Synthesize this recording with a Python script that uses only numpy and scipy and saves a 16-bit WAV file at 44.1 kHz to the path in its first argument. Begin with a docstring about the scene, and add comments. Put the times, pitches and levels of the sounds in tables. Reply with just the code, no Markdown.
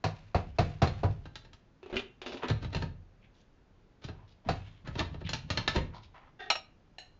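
"""Taking off a brake drum

In a garage, a mallet knocks a brake drum loose, rust trickles down, and the mallet is put down
among tools in a plastic crate. The drum is rocked on its studs, clatters off the hub, drags and
lands ringing on the concrete; a small steel part clinks. Every push booms in the axle and car body.
Blows are fading noise plus ringing tones, scrapes are grainy noise, and the walls echo briefly."""
import sys
import numpy as np
from scipy import signal
from scipy.fft import rfft, irfft
from scipy.io import wavfile
from scipy.ndimage import map_coordinates

SR = 44100
rng = np.random.default_rng(int(sys.argv[2]) if len(sys.argv) > 2 else 0)


def master_out(mix):
    """Clip the mix to full scale and print it as 16-bit PCM to the path in sys.argv[1]."""
    frames = np.transpose(np.atleast_2d(mix))
    ceiling = np.clip(frames, -1, 1)
    pcm = np.round(ceiling * 32767).astype(np.int16)
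    wavfile.write(sys.argv[1], SR, pcm)


N = 317079

# Levels are relative: each source also has its own gain. A harder blow sounds brighter.
# Blows on the mounted drum: t/s, level/dB, hardness/(dB per octave), jolt to the axle/dB
MALLET_KNOCKS = [(0.04, -31.5, 1.95, -33), (0.345, -31, -1.4, -29), (0.585, -28, 0.64, -26.5),
                 (0.818, -28, 1, -24), (1.032, -36.5, -2.5, -27), (4.487, -30.5, 1.1, -33.5)]  # the mallet and similar dull knocks
DRUM_CLACKS = [(0.873, -41.5, 1, -43), (1.255, -50.5, -3, -51), (1.355, -47, 3, -57),
               (1.448, -59, -0.5, -63), (1.531, -56.5, 0.5, -64), (2.483, -40, 0, -43),
               (2.5, -35.5, -1.5, -28.5), (2.627, -48.5, -2.5, -42.5), (2.646, -45.5, -1.4, -39.5),
               (2.729, -45.5, -1, -47), (2.747, -37, 0, -34), (2.766, -42, -2, -43),
               (2.822, -39.5, -2.5, -36), (4.041, -50.5, 0.8, -43), (4.086, -47, -3.2, -44),
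               (4.873, -46, -2.5, -41), (4.954, -43.5, -3.5, -40.5), (4.992, -34, 1.5, -41.5),
               (4.999, -35.5, -4.5, -37.5), (5.143, -50, -4.7, -45), (5.214, -51.5, -5.5, -45.5),
               (5.291, -40.5, 3, -41.5), (5.332, -34.5, 1.8, -42), (5.502, -33.5, 0.9, -37.5),
               (5.573, -31, 1.6, -37), (5.677, -26.5, 1, -39.5), (5.759, -31.5, -2, -29)]  # the loose drum against studs and brake shoes
# Other blows: t/s, level/dB, hardness/(dB per octave)
AXLE_HEAVES = [(1.096, -40.5, -5), (2.556, -42, -9.5), (4.461, -40.5, 1.5), (4.838, -51.5, -0.5),
               (5.113, -43, 0), (5.249, -39.5, 1), (5.443, -45.5, 3)]  # pushes with no metal contact
CRATE_HITS = [(1.829, -53, -3.5), (1.86, -53, -4.5), (1.927, -43.5, -4.5), (1.941, -42.5, -4.5),
              (1.957, -40.5, -1.7), (1.966, -38.5, -0.5), (1.993, -40.5, 0.2), (2.216, -44.5, 0.4),
              (2.262, -40, -0.4), (2.293, -48, -2.7), (2.321, -45, -1.5), (2.342, -46.5, -5),
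              (2.371, -48.5, 0), (2.434, -40.5, -5)]  # tools against the crate
TOOL_HITS = [(1.967, -40, 0.5), (1.993, -49.5, -0.5)]  # tool against tool
PART_HITS = [(6.983, -48.5, 0.5)]  # the small part on the floor
DRUM_LANDINGS = [(6.501, -25, 0), (6.506, -30.5, 0.5), (6.554, -36.5, -1)]  # the drum on the floor
# Sliding metal, scuffing gloves and shoes: t/s, length/s, midway level/dB, swell/dB, centre f/Hz
SLIDES = [(1.834, 0.1, -52, 9, 450), (2.219, 0.22, -49.5, -2.5, 590), (2.25, .14, -53, -8, 5000),
          (2.419, 0.052, -34.5, -12, 1100), (3.21, 0.064, -65.5, -8, 2200), (3.335, 0.094, -69, -6, 6140),
          (4.035, .045, -53, -4, 4800), (4.14, .13, -63, -10, 900), (4.271, 0.074, -66.5, -7, 5000),
          (4.6, 0.21, -66, -6, 3200), (4.44, 0.053, -49.5, 21, 600), (4.845, .08, -52.5, 3, 1380),
          (4.983, 0.042, -36, -4, 1180), (5.239, 0.055, -44, -2, 3000), (5.59, 0.057, -50.5, -17, 1000),
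          (5.744, 0.059, -33.5, -3, 368), (5.926, 0.089, -52, -8, 1000), (5.936, 0.063, -58, -2, 4500),
          (6.018, 0.051, -59.5, -8, 5000), (6.136, 0.069, -51.5, -4, 1000), (6.2, 0.11, -61, -6, 1000)]

# The drum is first STUCK on the hub, then LOOSE on its studs, then FREE of the car.
# Tones a struck object rings with: f/Hz, level/dB, t60/s (time to fade by 60 dB)
AXLE_TONES = [(36.64, -9.5, 1), (66.2, -4, 0.42), (87.6, 2, 0.43), (109.4, -12, 0.75), (155, 2.5, .22)]
CRATE_TONES = [(356, -4, 0.12), (368, 8, 0.1), (430, -0.5, 0.12), (757, 1.5, 0.058), (1240, 0, 0.12),
               (2580, -5, 0.091), (2920, 0.5, .15), (3120, -4, .15)]
TOOL_TONES = [(2443, 1, 0.043), (2760, 0, 0.081), (3040, 0.5, 0.072), (3320, -3, 0.068)]
PART_TONES = [(754, -1, 0.074), (1847, -9, 0.2), (2950, -5, 0.29), (2884, -1, 0.15), (4106, 2, 0.22),
              (4150, 1, 0.16), (5570, -14.5, .18), (6500, -11, 0.16)]
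STUCK_TONES = [(355.3, -9, .16), (490.8, -6, 0.2), (561.6, -2.5, 0.15), (689, 8, 0.074),
               (738.6, 1.5, 0.1025), (787, 0.5, .12), (971, -7, 0.12), (1235, -30, 0.16),
               (1610, -25.5, 0.11), (1760, -26, 0.29), (2580, -13, 0.099), (3950, -20.5, 0.16),
               (4070, -10, 0.048), (4440, -16.5, 0.13)]
LOOSE_TONES = [(908.6, 0, 0.1), (1285, -3.5, 0.13), (1577, -1, 0.064), (1790, 1, 0.071),
               (1983, -10.5, 0.051), (2460, -9, 0.061), (2710, 1.5, 0.051), (3217, -2, 0.03),
               (3400, -20.5, 0.098), (3700, -2, 0.048), (4090, 4, 0.046), (5470, -12, 0.056),
               (6950, -11.5, 0.043)]
FREE_TONES = [(769, 2.5, 0.13), (956, -6.5, 0.089), (1244, -2, .16), (1300, 1, 0.099), (1850, -4.5, 0.13),
              (2306, -4, 0.14), (2630, -6.5, 0.1), (2860, 2, .16), (2760, 3.5, 0.13), (2960, -3, 0.13),
              (3800, -1, 0.15), (4150, -2, 0.13), (4060, -0.5, .15), (5490, 3, 0.13), (5710, -5.5, .14),
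              (6680, -15.5, .15), (7300, -23.5, .15)]
# Tones ringing in the drag: f/Hz, rough width/Hz, level/dB
DRAG_TONES = [(402, 51, -1), (745, 79, -4), (1230, 150, -12), (1596, 71, -0.5), (1867, 38, -1.5),
              (2700, 59.6, -9.5), (3470, 11, -3), (3575, 25, 0.5), (4000, 23, -17)]

# Colour of each source's noise, from bass to treble: f/Hz, level/dB
AIR_COLOUR = [(12, -34.5), (20, -1.5), (95, -6.5), (191, -11), (264, -14), (817, -23.5), (1190, -27),
              (1420, -27.5), (4970, -40), (6900, -45), (8000, -65), (11000, -90.5)]
SLIDE_COLOUR = [(150, -33), (300, -8.5), (380, -3), (550, -4.5), (950, -2), (1400, -7), (2100, -2.5),
                (3500, -5.5), (5200, -16.5), (7000, -24.5), (8000, -59.5)]
RUST_COLOUR = [(300, -14), (900, 3), (2500, 0.5), (4200, -5), (7000, -15), (8000, -35)]
CAR_BODY_COLOUR = [(15, -27.5), (33, -5), (52, -5.5), (85, 2), (160, -1.5), (210, -10.5), (300, -21),
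                   (600, -48.5), (1500, -100)]
CRATE_COLOUR = [(90, -18), (170, -23.5), (260, -5), (309, -28), (362, -2.5), (510, -15), (773, -15.5),
                (986, -16.5), (1140, -15), (2270, -16.5), (2810, -14.5), (3020, -24), (3430, -16.5),
                (5430, -36), (6830, -37.5), (8000, -64), (10400, -86), (17600, -120)]
PART_COLOUR = [(200, -11.5), (500, -5), (750, 0), (1200, -15), (1850, -0.5), (2350, -9), (2880, 4),
               (3450, -14), (4150, 4), (4900, -20), (5650, -15), (6200, -24), (6800, -13), (8000, -28),
               (11000, -86)]
STUCK_COLOUR = [(160, -39), (270, -9), (349, -6), (497, -7.5), (614, -9), (688, -1.5), (839, -9.5),
                (995, -9), (2080, -21.5), (2650, -21.5), (3320, -28.5), (4170, -25.5), (6470, -39),
                (7240, -43.5), (8000, -68), (10400, -92), (17600, -120)]
LOOSE_COLOUR = [(140, -32.5), (240, 2), (373, 1.5), (444, -3), (623, -1.5), (711, -5.5), (926, -7),
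                (1070, -9.5), (1280, -8.5), (1420, -8.5), (2100, -11), (3840, -10.5), (4380, -13.5),
                (6510, -24.5), (8000, -49.5), (10400, -70), (17600, -120)]
FREE_COLOUR = [(70, -14.5), (150, -28), (250, -12), (415, -12), (710, 3.5), (1010, -6.5), (1290, -6),
               (1960, -8.5), (2860, 5), (3300, -8), (4110, -1), (5100, -22), (5570, -7.5), (6250, -28.5),
               (6820, -19.5), (8000, -35), (10400, -61.5), (17600, -120)]

# Frequency bands in which a blow's level is set: lower f/Hz, upper f/Hz
BANDS = [(220, 600), (600, 1400), (1400, 3400), (3400, 8000)]
BASS_BANDS = [(25, 120), (120, 260)]
# What each object gives off at hardness 0: level/dB for each band, low to high
AXLE_VOICE = [0, 0]
CRATE_VOICE = [3, -3, 0.5, -0.5]
TOOL_VOICE = [-6, -8, 13.5, -4]
PART_VOICE = [-8.5, 0, 5, 3.5]
STUCK_VOICE = [5, 7, -3, -8]
LOOSE_VOICE = [0, -0.4, 0.85, -.5]
FREE_VOICE = [-11.5, 3, 5, 4]
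# How long the garage echoes: f/Hz, t60/s
ECHO_TIMES = [(80, 0.71), (250, 0.43), (800, 0.32), (2500, 0.34), (5000, 0.26), (8000, 0.29)]


def amp(db):
    """Turn decibels into a gain."""
    return np.exp(np.asarray(db) * (np.log(10) / 20))


def unit(x):
    """Scale a signal to an average (rms) level of 1."""
    return x / np.sqrt(np.mean(x ** 2) + 1e-20)


def value_at(points, hz):
    """Read between the rows of a (frequency, value) table, on a scale of octaves."""
    freqs, values = np.transpose(points)
    return np.interp(np.log(hz + 1), np.log(freqs + 1), values)


def coloured(x, colour):
    """Filter a sound so that its bass and treble follow a colour table."""
    size = 8192
    gains = amp(value_at(colour, np.fft.rfftfreq(size, 1 / SR)))
    cepstrum = irfft(np.log(gains + 1e-6))
    # folding onto the first half keeps the filter from ringing before a blow
    cepstrum[1:size // 2] *= 2
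    cepstrum[size // 2 + 1:] = 0
    return signal.fftconvolve(x, irfft(np.exp(rfft(cepstrum))))[:len(x)]


def wobble(rate):
    """A smooth curve through `rate` random points a second."""
    points = rng.standard_normal(int(N * rate / SR) + 4)
    return map_coordinates(points, [np.arange(N) * rate / SR])


def add(track, start, sound):
    """Mix a sound into the track at `start` seconds."""
    part = track[max(round(start * SR), 0):][:len(sound)]
    part += sound[:len(part)]


def garage(x, echo_db):
    """The direct sound plus a wash of echoes that builds up quickly from the near walls."""
    hz, t, noise = signal.stft(rng.standard_normal(SR // 2), SR, nperseg=256)
    decay = amp(-60 * t / value_at(ECHO_TIMES, hz)[:, None])
    build_up = 1 - np.exp(-t / 0.0042)
    tail = signal.istft(noise * decay * build_up, SR, nperseg=256)[1]
    return x + amp(echo_db) * signal.fftconvolve(x, tail / np.linalg.norm(tail))[:len(x)]


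def friction():
    """Rough surfaces catch and slip in tiny uneven grains."""
    return rng.standard_normal(N) * amp(3 * wobble(300) + 3.3 * wobble(43))


def stroke(start, length, db, swell_db, fade_s=0.016):
    """The gain of one scrape: it fades in, swells or dies away evenly, and fades out."""
    t = np.arange(N) / SR - start
    fade = np.clip(np.minimum(t, length - t) / fade_s, 0, 1)
    return fade * amp(db + swell_db * (np.clip(t / length, 0, 1) - 0.5))


def struck(tones, colour, ring_db, crack_db, noise_t60, attack_s, scatter_db, detune):
    """One blow: a crack, noise for a crowd of fast-dying vibrations, and a few tones that ring on."""
    t = np.arange(SR // 2) / SR
    hz, db, t60 = np.transpose(tones)[:, :, None]
    # the spot that is hit picks the tones, and its grip shifts their pitch
    tone_db = db + scatter_db * rng.standard_normal(db.shape) - 60 * t / t60
    pitch = hz * (1 + detune * rng.standard_normal(hz.shape))
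    phase = 2 * np.pi * (pitch * t + rng.random(hz.shape))
    ring = np.sum(amp(tone_db) * np.sin(phase.astype(np.float32)), axis=0)
    crack = amp(crack_db - 60 * t / 0.008)
    noise = coloured(rng.standard_normal(len(t)) * (amp(-60 * t / noise_t60) + crack), colour)
    return (unit(noise) + amp(ring_db) * unit(ring)) * (1 - np.exp(-t / attack_s))


def blows(events, strike, voice, echo_db, bands=BANDS):
    """Blows on one object: harder ones are brighter, and a heavier jolt fills the lowest band."""
    track = np.zeros(N)
    onset = SR // 32  # band levels are set for this first part of each blow
    hz = np.fft.rfftfreq(onset, 1 / SR)
    centres = np.sqrt(np.prod(bands, axis=1))
    octaves = np.log2(centres) - np.log2(centres).mean()
    for start, db, hardness, *jolt_db in events:
        blow = garage(strike(), echo_db)
        power = 2 * np.abs(rfft(blow[:onset]) / onset) ** 2
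        raw_db = 10 * np.log10([power[(hz > low) & (hz < high)].sum() for low, high in bands])
        wanted_db = db + np.array(voice) + hardness * octaves
        if jolt_db:
            wanted_db[0] = (wanted_db[0] + jolt_db[0]) / 2
        add(track, start, coloured(blow, list(zip(centres, wanted_db - raw_db))))
    return track


def room_air():
    """The quiet, steady rumble and hiss of the garage."""
    return amp(-62.5) * unit(coloured(rng.standard_normal(N), AIR_COLOUR))


def sliding():
    """Each slide rasps most around one frequency: low for a heavy rub, high for fine grit."""
    rasp = coloured(friction(), SLIDE_COLOUR)
    track = np.zeros(N)
    for start, length, db, swell_db, hz in SLIDES:
        span = slice(round(start * SR), round((start + length) * SR))
        colour = [(hz / 4, -20.5), (hz / 2, -12), (hz, 0), (hz * 2, -12), (hz * 4, -20.5)]
        gain = stroke(start, length, db, swell_db)[span]
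        add(track, start, gain * unit(coloured(rasp[span], colour)))
    return amp(-3) * garage(track, echo_db=-6)


def falling_rust(rise_s=0.057, t60=0.74):
    """After each knock, flakes of rust trickle down inside the drum."""
    t = np.arange(SR) / SR
    trickle = (1 - np.exp(-t / rise_s)) * amp(-22.5 - 60 * t / t60)
    flow = np.zeros(N)
    for start, db, hardness, _ in MALLET_KNOCKS:
        add(flow, start, amp(db + hardness) * trickle)
    return garage(flow * unit(coloured(friction(), RUST_COLOUR)), echo_db=-5.5)


def part_clink():
    """A small steel part touches the floor lightly and rings for a moment."""
    strike = lambda: struck(PART_TONES, PART_COLOUR, ring_db=-5, crack_db=3,
                            noise_t60=0.11, attack_s=0.00084, scatter_db=2, detune=0.0027)
    return amp(-7) * blows(PART_HITS, strike, PART_VOICE, echo_db=-6)


def crate_thuds():
    """Tools tumble against the hollow plastic crate."""
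    strike = lambda: struck(CRATE_TONES, CRATE_COLOUR, ring_db=-5.5, crack_db=2,
                            noise_t60=0.12, attack_s=0.00038, scatter_db=3.5, detune=0.034)
    return amp(-7.5) * blows(CRATE_HITS, strike, CRATE_VOICE, echo_db=-11)


def tool_clanks():
    """Steel on steel in the crate gives a bright clank."""
    strike = lambda: struck(TOOL_TONES, CRATE_COLOUR, ring_db=-0.5, crack_db=1,
                            noise_t60=0.11, attack_s=0.0007, scatter_db=1, detune=0.006)
    return amp(-7.5) * blows(TOOL_HITS, strike, TOOL_VOICE, echo_db=-12)


def axle_booms(lag_s=0.00595):
    """Heaves, and blows on the mounted drum a moment earlier, jolt the axle so the car body booms."""
    jolts = list(AXLE_HEAVES)
    for events, hardness_factor in [(MALLET_KNOCKS, 1.8), (DRUM_CLACKS, 0.089)]:
        for start, _, hardness, jolt_db in events:
            jolts.append((start + lag_s, jolt_db, hardness_factor * hardness))
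    strike = lambda: struck(AXLE_TONES, CAR_BODY_COLOUR, ring_db=-3.5, crack_db=4.5,
                            noise_t60=0.1, attack_s=0.0021, scatter_db=-0.5, detune=0.023)
    return amp(-1.5) * blows(jolts, strike, AXLE_VOICE, echo_db=-8.5, bands=BASS_BANDS)


def stud_grating():
    """Before each clack the drum grates along the studs ever faster; a heavier pull is louder."""
    t = np.arange(SR // 40) / SR
    speed = np.zeros(N)
    for clack_time, _, _, jolt_db in DRUM_CLACKS:
        add(speed, clack_time - t[-1], amp(jolt_db - 60 * t[::-1] / 0.11))
    return amp(-8.5) * speed * unit(coloured(friction(), LOOSE_COLOUR))


def rim_drag():
    """Just before the drum lands it drags, and the scrape rings with a few tones."""
    rasp, song = friction(), np.zeros(N)
    for hz, width, db in DRAG_TONES:
        b, a = signal.iirpeak(hz, hz / (2 * width), SR)
        song += amp(db) * signal.lfilter(b, a, signal.lfilter(b, a, rasp))
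    scrape = unit(song) + amp(-9.5) * unit(coloured(rasp, SLIDE_COLOUR))
    return garage(scrape * stroke(start=6.39, length=0.125, db=-48, swell_db=-4), echo_db=-5)


def drum_landing():
    """The freed drum meets the concrete, rocks once and rings."""
    strike = lambda: struck(FREE_TONES, FREE_COLOUR, ring_db=-3, crack_db=4.5,
                            noise_t60=0.098, attack_s=0.00055, scatter_db=3.5, detune=0.003)
    return amp(-9.5) * blows(DRUM_LANDINGS, strike, FREE_VOICE, echo_db=-15.5)


def drum_clatter():
    """The loose iron drum catches on steel with hard, short clacks."""
    strike = lambda: struck(LOOSE_TONES, LOOSE_COLOUR, ring_db=-4.5, crack_db=6,
                            noise_t60=0.11, attack_s=0.0008, scatter_db=3.5, detune=0.024)
    return amp(-7) * blows(DRUM_CLACKS, strike, LOOSE_VOICE, echo_db=-8)


def mallet_knocks():
    """The drum still grips the hub, so it answers the mallet with a dull, short clonk."""
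    strike = lambda: struck(STUCK_TONES, STUCK_COLOUR, ring_db=-0.5, crack_db=1,
                            noise_t60=0.16, attack_s=0.0015, scatter_db=-1, detune=0.0059)
    return amp(-6.5) * blows(MALLET_KNOCKS, strike, STUCK_VOICE, echo_db=-12)


def scene():
    """Add all the sources into one channel."""
    drum = mallet_knocks() + falling_rust() + stud_grating()
    drum += drum_clatter() + rim_drag() + drum_landing()
    mix = drum + axle_booms() + crate_thuds() + tool_clanks() + part_clink() + sliding() + room_air()
    return mix[None]


def record(dry):
    """Cut away the treble above 8000 Hz."""
    return signal.sosfilt(signal.cheby1(14, 0.2, 8000, fs=SR, output="sos"), dry)


dry = scene()
out = record(dry)
master_out(out)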